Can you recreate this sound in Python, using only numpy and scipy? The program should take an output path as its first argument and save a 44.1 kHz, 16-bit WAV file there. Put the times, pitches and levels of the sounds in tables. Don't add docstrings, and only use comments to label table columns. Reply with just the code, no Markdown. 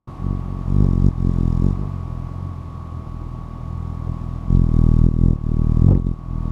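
import sys
import numpy as np
from scipy import signal
from scipy.fft import rfft, irfft, next_fast_len
from scipy.io import wavfile
from scipy.ndimage import uniform_filter1d, minimum_filter1d

SR = 44100
rng = np.random.default_rng(int(sys.argv[2]) if len(sys.argv) > 2 else 0)


def generate_wav(sig):
    pcm = np.round(np.clip(np.atleast_2d(sig).T, -1, 1) * 32767).astype(np.int16)
    wavfile.write(sys.argv[1], SR, pcm)


N = 287091
TIME = np.arange(N) / SR

# freq_hz, density_db
YARD_COLOUR = [(25, -16.5), (60, -3), (120, 3.5), (200, -4), (300, -5), (450, -16.5), (800, -14),
               (1150, -16.5), (1550, -29.5), (2300, -33), (3000, -36), (5000, -41.5), (8500, -49.5),
               (12000, -53), (14500, -61.5)]
# time_s, level_db
YARD_SWELL = [(0, -36), (1.6, -35.5), (2.3, -37), (3.3, -38), (4.3, -37), (5.2, -37), (5.8, -37),
              (6.2, -38.5), (6.45, -37.5)]
# freq_hz, density_db
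HISS_COLOUR = [(7000, -29.5), (9800, -7.5), (11500, -5.5), (13700, 5.5), (15000, -10)]
# pitch_hz, rms_db
MOTOR_PARTIALS = [(649, -60), (1061.5, -58), (1120.6, -48), (1179.6, -62.5), (1238.7, -58.5), (1356.5, -83),
                  (1415.3, -75.5), (2123.7, -75.5), (2359.3, -78)]
# centre_s, level_db, half_length_s
DOWNWASH_PUFFS = [(0.844, -27, 0.018), (1.669, -38, 0.021), (1.835, -35, 0.033), (3.067, -40, 0.0094),
                  (4.077, -37, 0.0093), (5.288, -31.5, 0.049), (5.889, -17, 0.0053), (5.916, -14.5, 0.0089),
                  (5.964, -23.5, 0.024)]
# freq_hz, density_db
DOWNWASH_COLOUR = [(30, -7), (100, 0), (200, -6.5), (400, -8), (700, -20), (1100, -26.5),
                   (1600, -41.5), (2300, -45.5), (4000, -57), (12000, -77.5)]
# centre_s, level_db, pitch_hz
FEATHER_FLICKS = [(0.823, -53, 3620), (.844, -50, 4970), (1.065, -47, 5500), (1.087, -52, 5450),
                  (1.525, -55, 5170), (4.56, -47.5, 3620), (5.894, -56.5, 2784), (5.909, -52, 3630),
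                  (5.951, -41.5, 1940), (5.983, -53, 3580), (6.073, -50, 3700)]
# freq_hz, density_db
FEATHER_COLOUR = [(1500, -4.5), (2300, -3), (3050, -17), (3550, 3.5), (4400, -7), (5300, 0.5), (6200, -6),
                  (7000, -2), (9200, -13.5), (10200, -10.5), (11300, -16.5), (12600, -16), (15000, -27)]
# place_cycles, half_width_cycles, gain_db
SWISH_STROKES = [(-.07, .09, -1.8), (-.33, .08, -7), (.28, .08, -12)]
# arrive_s, leave_s, level_db, extra_edge_db, extra_swish_db
FEEDER_VISITS = [(0.199, 0.626, -25.5, 3, -5), (0.665, 1.109, -18, -1, 4), (1.174, 1.731, -19, 1.5, 5.5),
                 (3.633, 4.389, -27, 0, 1.5), (4.489, 5.357, -15, -1, 3), (5.435, 6.137, -17.5, -1.5, 2),
                 (6.277, 6.6, -23.5, -1.5, -0.5)]
# time_s, level_db
DISTANT_LEVEL = [(0.0, -40), (1.101, -29), (1.908, -26.5), (2.383, -29), (2.584, -32.5), (3.316, -31),
                 (3.587, -34), (4.4, -31), (5.398, -26.5), (6.203, -31)]
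# centre_s, change_db, half_length_s
EFFORT_SURGES = [(0.298, 4.5, 0.041), (0.428, -3.5, 0.02), (0.817, 5, 0.036), (1.069, 8, 0.014),
                 (1.257, 2, 0.024), (1.654, 4, 0.023), (1.812, 4, 0.043), (2.458, 3.5, 0.034),
                 (3.04, -4.5, 0.026), (3.09, 4, 0.01), (4.091, 5, 0.0076), (4.562, 2.5, 0.03),
                 (4.69, -4.0, 0.0308), (5.064, 5.5, 0.013), (5.126, -2.02, 0.018), (5.261, 5.5, 0.046),
                 (5.912, 10, 0.051), (6.033, -5, 0.0082), (6.073, 8, 0.011)]
# time_s, rate_hz
EASY_BEAT_RATE = [(0.0, 44.16), (0.264, 44.84), (0.818, 48.29), (0.872, 43.94), (1.039, 45.5),
                  (1.579, 41.53), (1.761, 49.47), (2.104, 40.97), (2.413, 44.76), (2.635, 41.6),
                  (3.38, 40.86), (4.269, 41.18), (4.464, 44.5), (4.825, 39.95), (5.201, 39.92),
                  (5.671, 38.99), (6.115, 43.07), (6.5, 40.25)]
# time_s, side_on_fraction
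SIDE_ON_TURNS = [(1.82, 0.2), (1.9, 0.86), (2.2, 0.2), (2.45, 0.95), (3.04, 0.86), (3.1, 0.07),
                 (3.58, 0.03), (3.7, 0.74), (4.3, 0.25), (4.5, 0.06), (5.78, 0.08), (5.88, 0.7), (5.94, 0)]
# freq_hz, gain_db
PULSE_COLOUR = [(80, 2), (130, -0.15), (175, -3.5), (220, -7.5), (265, -13.5), (310, -17.5), (355, -20),
                (440, -26), (520, -39), (700, -46.5), (1000, -46.5)]


def from_db(db):
    return 10 ** (np.asarray(db) / 20)


def automation(points):
    return np.interp(TIME, *np.transpose(points))


def bump(centre_s, half_length_s):
    return np.exp(-.5 * ((TIME - centre_s) / half_length_s) ** 2)


def colour_db(colour, hz):
    freqs, db = np.transpose(colour)
    return np.interp(np.log(np.maximum(hz, 1)), np.log(freqs), db)


def noise(colour):
    size = next_fast_len(N)
    hz = np.arange(size // 2 + 1) * SR / size
    x = irfft(rfft(rng.standard_normal(size)) * from_db(colour_db(colour, hz)), size)[:N]
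    return x / np.std(x)


def drift(rate_hz):
    step, settle = 40, 2000
    pole = np.exp(-2 * np.pi * rate_hz * step / SR)
    white = rng.standard_normal(N // step + settle + 2)
    slow = signal.lfilter([1], [1, -2 * pole, pole * pole], white)[settle:]
    return np.interp(np.arange(N) / step, np.arange(len(slow)), slow / np.std(slow))


def per_beat(cycles):
    return np.interp(cycles, np.arange(400), rng.standard_normal(400))


def beat_offset(cycles, place):
    return (cycles - place + .5) % 1 - .5


def neighbourhood(hiss_db):
    return from_db(automation(YARD_SWELL)) * noise(YARD_COLOUR) + from_db(hiss_db) * noise(HISS_COLOUR)


def motor(waver_db, pitch_wander):
    clock = TIME + pitch_wander * np.cumsum(drift(2.3)) / SR
    whine = np.zeros(N)
    for hz, db in MOTOR_PARTIALS:
        gain = np.sqrt(2) * from_db(db + waver_db * drift(4.2))
        whine += gain * np.sin(2 * np.pi * (hz * clock + rng.random()))
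    return whine


def downwash():
    puffs = sum(from_db(db) * bump(s, half_s) for s, db, half_s in DOWNWASH_PUFFS)
    return puffs * noise(DOWNWASH_COLOUR)


def feather_flicks(half_length_s, band_ratio):
    flicks = np.zeros(N)
    for s, db, hz in FEATHER_FLICKS:
        band = signal.butter(2, [hz / band_ratio, hz * band_ratio], "band", fs=SR, output="sos")
        hiss = signal.sosfilt(band, rng.standard_normal(N))
        flicks += from_db(db) * bump(s, half_length_s) * hiss / np.std(hiss)
    return flicks


def wingtip_thumps(cycles, centre_s, half_length_s, level_db):
    away = beat_offset(cycles, place=.39) / .16
    push = (1 - away ** 2) * np.exp(-.5 * away ** 2)
    return from_db(level_db) * bump(centre_s, half_length_s) * push


def feather_swish(cycles, level_db, swish_db, trim_db):
    gate = sum(from_db(db) / (1 + (beat_offset(cycles, place) / width) ** 4)
               for place, width, db in SWISH_STROKES)
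    gain_db = trim_db + swish_db + .67 * level_db + .7 * per_beat(cycles)
    return noise(FEATHER_COLOUR) * gate * from_db(gain_db)


def presence(arrive_s, leave_s):
    fade_in = .5 * (1 + np.tanh((TIME - arrive_s) / .03))
    fade_out = .5 * (1 - np.tanh((TIME - leave_s) / .0088))
    return fade_in * fade_out


def flight():
    distant_db = automation(DISTANT_LEVEL)
    effort_db = sum(db * bump(s, half_s) for s, db, half_s in EFFORT_SURGES)
    rate_hz = automation(EASY_BEAT_RATE) + .577 * effort_db
    level_db = distant_db + effort_db
    edge_db = np.minimum(.67 * effort_db, 3)
    swish_db = np.zeros(N)
    for arrive_s, leave_s, close_db, extra_edge_db, extra_swish_db in FEEDER_VISITS:
        close = presence(arrive_s, leave_s)
        level_db += close * (close_db - distant_db)
        edge_db += close * extra_edge_db
        swish_db += close * extra_swish_db
        rate_hz -= 5.19 * bump(leave_s + .02, .0236)
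    edge_db += np.minimum(1.5 + .68 * (level_db + 20), 3)
    return rate_hz, level_db, edge_db, swish_db


def wing_pulses(cycles, rate_hz, level_db, edge_db, lean_rad, trim_db):
    side_on = automation(SIDE_ON_TURNS)
    edge_db = edge_db - 8 * side_on + 1.98 * per_beat(cycles)
    facing_db = {1: 2 - 10 * side_on, 2: -1.3 + 4.5 * side_on, 3: side_on}
    hum = np.zeros(N)
    for harmonic in range(1, 21):
        hz = harmonic * rate_hz
        edge_share = np.clip((hz - 125) / 170, 0, 1)
        gain_db = colour_db(PULSE_COLOUR, hz) + edge_share * edge_db + facing_db.get(harmonic, 0)
        hum += from_db(gain_db) * np.cos(2 * np.pi * harmonic * cycles - lean_rad)
    return hum * from_db(level_db + trim_db + 1.04 * per_beat(cycles))


def scene():
    rate_hz, level_db, edge_db, swish_db = flight()
    cycles = np.cumsum(rate_hz) / SR + .086
    cycles += .012 * per_beat(cycles)
    bird = wing_pulses(cycles, rate_hz, level_db, edge_db, lean_rad=.42, trim_db=-2.02)
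    bird += feather_swish(cycles, level_db, swish_db, trim_db=-43.5)
    bird += feather_flicks(half_length_s=.0015, band_ratio=1.18)
    bird += wingtip_thumps(cycles, centre_s=5.92, half_length_s=.027, level_db=-1.5)
    bird += downwash()
    yard = neighbourhood(hiss_db=-85.5) + motor(waver_db=.96, pitch_wander=.000537)
    return (bird + yard)[None]


def limiter(x, ceiling_db, hold_s, release_db_per_s):
    over_db = np.maximum(20 * np.log10(np.abs(x[0]) + 1e-9) - ceiling_db, 0)
    half_hold = int(hold_s * SR / 2)
    held_db = -minimum_filter1d(-over_db, size=2 * half_hold + 1, origin=half_hold)
    release_db = release_db_per_s * TIME
    duck_db = np.maximum.accumulate(held_db + release_db) - release_db
    smooth_gain_db = uniform_filter1d(minimum_filter1d(-duck_db, size=200), size=200)
    return x * from_db(smooth_gain_db)


def record(dry):
    opens_s, fade_s, cutoff_hz = .071, .0043, 15900
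    muted = 1 - np.clip((TIME - opens_s) / fade_s, 0, 1)
    limited = limiter(dry * from_db(-45 * muted), ceiling_db=-.67, hold_s=.16, release_db_per_s=15.5)
    high_cut = signal.cheby2(12, 70, cutoff_hz, fs=SR, output="sos")
    return signal.sosfilt(high_cut, limited)


dry = scene()
out = record(dry)
generate_wav(out)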